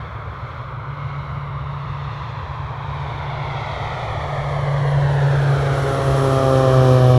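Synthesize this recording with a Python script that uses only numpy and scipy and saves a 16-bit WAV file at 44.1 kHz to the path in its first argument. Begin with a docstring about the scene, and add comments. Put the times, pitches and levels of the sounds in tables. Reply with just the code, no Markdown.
"""Crop-duster leaving a grass-edged airstrip

One microphone, 66 m to the side of the flight line. A single-engine turboprop lifts off and passes.
Its propeller drones from afar, then breaks into a buzz as the disc comes side-on, falling in pitch.
Exhaust rumble, airflow roar and compressor whine swell as it nears, with two hollow engine whistles;
two short echoes sweep a comb through the roar."""
import sys
import numpy as np
from scipy import signal
from scipy.fft import rfft, irfft, next_fast_len
from scipy.io import wavfile
from scipy.ndimage import uniform_filter1d

SR = 44100
rng = np.random.default_rng(int(sys.argv[2]) if len(sys.argv) > 2 else 0)


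def generate_wav(sig):
    """Save sig (samples, or channels by samples) to the path in sys.argv[1] as 16-bit PCM at SR."""
    pcm = np.round(np.clip(np.atleast_2d(sig).T, -1, 1) * 32767).astype(np.int16)
    wavfile.write(sys.argv[1], SR, pcm)


N = 316638


def from_db(db):
    return 10 ** (np.asarray(db) / 20)


def unit_rms(x):
    return x / np.sqrt(np.mean(np.abs(x) ** 2) + 1e-20)


def steadied(x):
    """The same sound held at an rms of 1."""
    return x / np.sqrt(np.maximum(uniform_filter1d(x * x, size=SR // 5), 1e-20))


def in_time(rows):
    """One curve for each column after the time, with a value for every sample."""
    seconds, *columns = np.transpose(rows)
    return [np.interp(np.arange(N) / SR, seconds, column) for column in columns]


def lowpass(x, hz):
    return signal.sosfilt(signal.butter(2, hz, "low", fs=SR, output="sos"), x)


def coloured(spectrum):
    """Noise of a given spectrum; rms 1."""
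    hz, db = np.transpose(spectrum)
    size = next_fast_len(N)
    bins = np.maximum(np.fft.rfftfreq(size, 1 / SR), 1)
    gain = from_db(np.interp(np.log(bins), np.log(hz), db)) * (bins > 10)
    return unit_rms(irfft(rfft(rng.standard_normal(size)) * gain, size)[:N])


def drift(rate_hz):
    """A slow random wander, mostly below this rate; spread 1."""
    pole = np.exp(-40 * np.pi * rate_hz / SR)
    slow = signal.lfilter([1], [1, -2 * pole, pole * pole], rng.standard_normal(N // 20 + 4002))[4000:]
    return np.interp(np.arange(N) / 20, np.arange(len(slow)), unit_rms(slow))


def wavering(phase, width_hz):
    """A tone whose strength and phase wander at random, as through turbulent air; rms 1."""
    noise = rng.standard_normal((2, N // 20 + 1002))
    slow = unit_rms(lowpass(noise, 20 * width_hz)[:, 1000:])
    a, b = (np.interp(np.arange(N) / 20, np.arange(len(part)), part) for part in slow)
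    return a * np.cos(phase) + b * np.sin(phase)


ABEAM_S, ABEAM_M = 6.95, 66   # when and how far off the aircraft passes the microphone


def flight(abeam_m_per_s=52, gain_m_per_s2=4):
    """A straight, accelerating run: distance (m), our bearing off the nose (deg), 1/distance (dB)."""
    s = np.arange(N) / SR - ABEAM_S
    to_go = -(abeam_m_per_s * s + .5 * gain_m_per_s2 * s ** 2)
    distance = np.hypot(to_go, ABEAM_M)
    return distance, np.degrees(np.arctan2(ABEAM_M, to_go)), 20 * np.log10(ABEAM_M / distance)


def beam(bearing, centre_deg, width_deg, spill_db):
    """Level (dB) of one radiating lobe, at half power one width off centre, plus an even spill."""
    return 10 * np.log10(.5 ** (((bearing - centre_deg) / width_deg) ** 2) + from_db(spill_db) ** 2)


def buzz_level(follows=2.45):
    """Blade pulses (dB), beamed near the disc's plane; they outgrow 1/distance as it turns to us."""
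    _, bearing, near_db = flight()
    return follows * near_db + beam(bearing, centre_deg=76.9, width_deg=19.7, spill_db=-11)


# Blade rate at the microphone, Doppler fall included. Each row: time in seconds, rate in Hz.
BLADE_PASSING = [(0, 142.2), (2.8, 142.3), (3.3, 143.2), (4.5, 142.4), (5, 141.4), (5.5, 139.6), (6, 136.4),
                 (6.5, 132.8), (6.85, 129.1), (7.18, 125.3)]


def blade_phase():
    """One cycle for each passing blade; every pitch of the aircraft follows it."""
    blade_hz, = in_time(BLADE_PASSING)
    return 2 * np.pi * np.cumsum(blade_hz) / SR


# The propeller's fundamental, swelling and fading down the strip. Each row: time in seconds, level in dB.
DRONE_LEVEL = [(0, -46), (.65, -45), (1.05, -29), (2, -29.5), (2.4, -39), (2.9, -30.5), (3.55, -32),
               (4, -37), (4.35, -27.5), (4.95, -17), (5.5, -16), (5.87, -23.5), (6.1, -18.5), (6.6, -19),
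               (6.9, -13.5), (7.18, -11.5)]
# Overtones of the blade pulse. Each row: multiple of the blade rate, relative level in dB,
# how steeply it follows the buzz level.
BUZZ_OVERTONES = [(2, -3.5, 1.43), (3, -1.5, 0.94), (4, 1.5, 1.06), (5, -2.5, 1), (6, -7.5, 1.2),
                  (7, -31, 0.79), (8, -17.5, 0.83), (9, -11.5, 1.3), (10, -15.5, 1.1), (11, -27, 1)]


def propeller(phase, buzz_db=-21, jitter_rad=0.014, throb_db=0.88, scatter_db=1.74, turn_rad=2.02):
    """Each blade sends one pressure pulse; gusty air shakes its timing and strength."""
    drone_db, = in_time(DRONE_LEVEL)
    beamed_db = buzz_level()
    phase = phase + jitter_rad * drift(25)
    drone = from_db(drone_db + throb_db * drift(8.5)) * np.cos(phase - turn_rad)
    buzz = 0
    for multiple, db, steepness in BUZZ_OVERTONES:
        level_db = db + steepness * beamed_db + scatter_db * drift(5.7)
        buzz += from_db(level_db) * np.cos(multiple * phase - turn_rad)
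    return np.sqrt(2) * (drone + from_db(buzz_db) * buzz)


# Spectrum of the exhaust rumble. Each row: frequency in Hz, relative density in dB.
EXHAUST_SPECTRUM = [(20, -42), (32, -25), (48, -15.5), (64, -2), (80, 0.5), (92, -3.5), (108, 3),
                    (135, 1.5), (150, -10.5), (172, -12), (205, -23), (300, -41), (500, -67.5)]


def exhaust(phase, rumble_db=-26, hum_db=-36.5, hum_multiple=.51, follows=0.48):
    """Combustion rumble from the exhaust stacks, with an unsteady hum in it; levels are those abeam."""
    _, _, near_db = flight()
    rumble = from_db(rumble_db) * steadied(coloured(EXHAUST_SPECTRUM))
    hum = from_db(hum_db) * steadied(wavering(hum_multiple * phase, width_hz=12))
    return from_db(follows * near_db) * (rumble + hum)


def with_echo(x, delay_ms, strength, turn_rad, dull_hz):
    """Adds a moving echo; the reflecting surface turns its phase and soaks up the treble."""
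    size = next_fast_len(N)
    surface = np.exp(1j * turn_rad) / np.hypot(1, (np.fft.rfftfreq(size, 1 / SR) / dull_hz) ** 2)
    echo = irfft(rfft(x, size) * surface, size)
    read_at = np.arange(N) - delay_ms * SR / 1000
    return x + strength * np.interp(read_at, np.arange(size), echo)


# The bounce off the ground, strong only at the shallow angles of the approach.
# Each row: bearing off the nose in degrees, strength as a ratio.
GROUND_BOUNCE = [(14, 0.27), (15.5, 0.39), (29, 0.29), (35, 0.27), (43, 0.055), (90, .04)]
# A second path, perhaps off the airframe. Each row: time in seconds, delay in ms, strength as a ratio.
SECOND_PATH = [(0, .77, .46), (1, .69, .56), (4, .78, .8), (4.5, .82, .78), (5, .91, .7), (5.5, 1.14, .42),
               (6, 1.41, .3), (7.18, 1.58, .36)]


def reflections(air, abeam_delay_ms=4.02):
    """Two echoes comb the sound at the microphone; the ground's delay goes as 1/distance."""
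    distance, bearing, _ = flight()
    grazing = np.interp(bearing, *np.transpose(GROUND_BOUNCE))
    air = with_echo(air, abeam_delay_ms * ABEAM_M / distance, grazing, turn_rad=2.02, dull_hz=3800)
    return with_echo(air, *in_time(SECOND_PATH), turn_rad=-1.62, dull_hz=2300)


# Roar and hiss as the microphone sees the aircraft: far off nose-on or oblique, then close and side-on.
# Each row: frequency in Hz, relative density in dB.
NOSE_ROAR = [(150, -26), (240, -6.5), (400, -4), (570, -1.5), (800, -7.5), (1000, -5), (1400, -7),
             (1650, -4), (1900, -8.5), (2200, -13.5), (2500, -17.5)]
OBLIQUE_ROAR = [(150, -3), (230, -10.5), (280, 0), (360, 4.5), (550, 1.5), (750, -3), (1200, -3.5),
                (1550, -3.5), (2000, -8), (2250, -11), (2500, -16)]
SIDE_ROAR = [(150, -33), (230, 0.5), (330, 2), (550, 1.5), (720, -1), (920, 0.5), (1180, 2), (1500, -2.5),
             (1850, -11), (2070, -20.5), (2270, -12.5), (2500, -18)]
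FAR_HISS = [(2850, -15.5), (3200, -13), (3900, -14.5), (4400, -16.5), (4930, -25), (5400, -20.5),
            (6200, -22.5), (7800, -26.5), (9300, -27.5), (11700, -33.5), (13000, -45), (15500, -51)]
SIDE_HISS = [(2850, -17), (3200, -15), (4000, -17), (4900, -23), (5400, -17), (6200, -23), (7800, -27.5),
             (9300, -27.5), (11700, -29.5), (13000, -40), (15500, -60)]


def turbulence(nose_deg=18, oblique_deg=(23.7, 35), side_deg=70):
    """Noise of blades and exhaust jet, changing colour as the aircraft comes side-on."""
    _, bearing, _ = flight()
    aspect = np.interp(bearing, [nose_deg, *oblique_deg, side_deg], [0.065, 1, 1, 2])
    views = [NOSE_ROAR + FAR_HISS, OBLIQUE_ROAR + FAR_HISS, SIDE_ROAR + SIDE_HISS]
    shares = [np.clip(1 - np.abs(aspect - k), 0, 1) for k in range(len(views))]
    return sum(np.sqrt(share) * coloured(view) for share, view in zip(shares, views))


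def swell_bands(frames, hz, bands):
    """Brings each band to its own level in every frame, blending smoothly along frequency."""
    centres = np.log([np.sqrt(low * high) for low, high, _ in bands])
    gain_db = 0
    for own, (low, high, db) in zip(np.eye(len(bands)), bands):
        power = 4 / 3 * np.sum(np.abs(frames[(hz >= low) & (hz < high)]) ** 2, axis=0)
        swell_db = db - 10 * np.log10(uniform_filter1d(power, size=31) + 1e-20)
        gain_db += np.interp(np.log(hz + 1), centres, own)[:, None] * swell_db
    return frames * from_db(gain_db)


# The treble comes and goes across the field. Each row: time in seconds, level in dB before the trim.
HISS_LEVEL = [(0.06, -52), (0.18, -55.5), (0.57, -52), (0.79, -57), (1.08, -51), (1.46, -53.5),
              (2.18, -46.5), (2.73, -51.5), (2.91, -47.5), (3.7, -41), (4.56, -45.5), (5.5, -42),
              (7.04, -38.5), (7.12, -38.5)]
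# Treble lost through the air and over the grass on its way to the microphone.
# Each row: time in seconds, downward tilt in dB per kHz above 3.4 kHz.
TREBLE_LOSS = [(0, 3.5), (1.6, 4.5), (2.95, 3.5), (3.4, 4.5), (3.7, 3), (4.5, 1.5), (5.1, 1), (6.2, .25),
               (7.18, 1.3)]


def airflow(phase, climb_s=3.08, climb_takes_s=0.33, chop=0.096, hiss_trim_db=-0.4):
    """The turbulence swells as low wash, roar and hiss; its treble arrives as the distance shrinks."""
    _, bearing, near_db = flight()
    # the grass swallows the wash until the aircraft climbs clear
    over_grass = .5 - .5 * np.tanh((np.arange(N) / SR - climb_s) / (2 * climb_takes_s))
    wash_db = -26 + 0.37 * near_db - 11.5 * over_grass
    # the roar weakens once the nose has gone by
    aft_deg = np.maximum(bearing - 84.7, 0)
    roar_db = -27.5 + 0.63 * near_db - 0.38 * aft_deg
    hiss_db = in_time(HISS_LEVEL)[0] + hiss_trim_db
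    loss_db_per_khz = in_time(TREBLE_LOSS)[0] + 0.18 * drift(8)   # the treble flickers
    hz, seconds, frames = signal.stft(reflections(turbulence()), SR, nperseg=512, boundary="even")
    at = np.minimum((seconds * SR).astype(int), N - 1)
    frames = frames * from_db(-loss_db_per_khz[at] * np.maximum(hz[:, None] - 3400, 0) / 1000)
    bands = [(250, 900, wash_db[at]), (900, 1900, roar_db[at]), (2600, 4600, hiss_db[at])]
    air = signal.istft(swell_bands(frames, hz, bands), SR)[1][:N]
    # side-on, the lower roar pulses with each passing blade
    pulsing = chop * from_db(buzz_level()) * np.cos(phase)
    return air + pulsing * lowpass(air, 1800)


# The lower whistle, heard only on the approach. Each row: time in seconds, level in dB.
LOW_WHISTLE_LEVEL = [(0, -54), (.6, -59), (1.05, -46), (1.5, -53), (2.7, -62), (3.3, -48), (4, -45),
                     (5, -74)]


def whistles(phase, low_multiple=15.2, high_multiple=23.7, high_abeam_db=-46):
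    """Two hollow engine whistles fall with the propeller's pitch; the upper grows as the plane nears."""
    _, _, near_db = flight()
    low_db, = in_time(LOW_WHISTLE_LEVEL)
    low = from_db(low_db) * wavering(low_multiple * phase, width_hz=80)
    high = from_db(high_abeam_db + 1.6 * near_db) * wavering(high_multiple * phase, width_hz=140)
    return low + high


WHINE_MULTIPLES = (74.85, 88.85)   # of the blade rate
# The two compressor tones. Each row: level in dB at the passing distance before beaming, loss in dB per
# metre, beam angle off the nose and half-width in degrees, spill in dB, lean of the sidebands in steps.
COMPRESSOR_TONES = [(-50, .175, 59, 8, -5.5, .6), (-56, .32, 95, 8, -6.5, -.1)]


def compressor(phase, multiple, tone, flutter_db=1.5, nose_step_db=14, side_step_db=2.5):
    """A blade-row tone that the propeller chops into sidebands one blade rate apart, more side-on."""
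    db, db_per_m, centre_deg, width_deg, spill_db, lean = tone
    distance, bearing, _ = flight()
    level_db = db - db_per_m * (distance - ABEAM_M) + beam(bearing, centre_deg, width_deg, spill_db)
    level_db += flutter_db * drift(12)
    step_db = nose_step_db + (side_step_db - nose_step_db) * np.sin(np.radians(bearing)) ** 2
    steps = range(-5, 6)
    shares = [from_db(-step_db * abs(k - lean)) for k in steps]
    lines = sum(share * wavering((multiple + k) * phase, width_hz=18) for k, share in zip(steps, shares))
    # the whine comes through at 2.85 s, as the aircraft lifts clear of the ground
    clear = np.clip((np.arange(N) / SR - 2.85) / .08, .05, 1)
    return clear * from_db(level_db) * lines / np.linalg.norm(shares, axis=0)


def scene(floor_db=-79):
    """The aircraft from beside the strip, over a faint even hiss."""
    phase = blade_phase()
    tones = zip(WHINE_MULTIPLES, COMPRESSOR_TONES)
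    whine = sum(compressor(phase, multiple, tone) for multiple, tone in tones)
    floor = from_db(floor_db) * rng.standard_normal(N)
    return (propeller(phase) + airflow(phase) + exhaust(phase) + whistles(phase) + whine + floor)[None]


def record(dry, cutoff_hz=15700, fade_s=0.0023):
    """One channel, its top cut steeply and its ends softened."""
    s = np.arange(N) / SR
    ends = np.clip(np.minimum(s, s[-1] - s) / fade_s, 0, 1)
    return ends * signal.sosfilt(signal.ellip(10, .1, 80, cutoff_hz, fs=SR, output="sos"), dry)


dry = scene()
out = record(dry)
generate_wav(out)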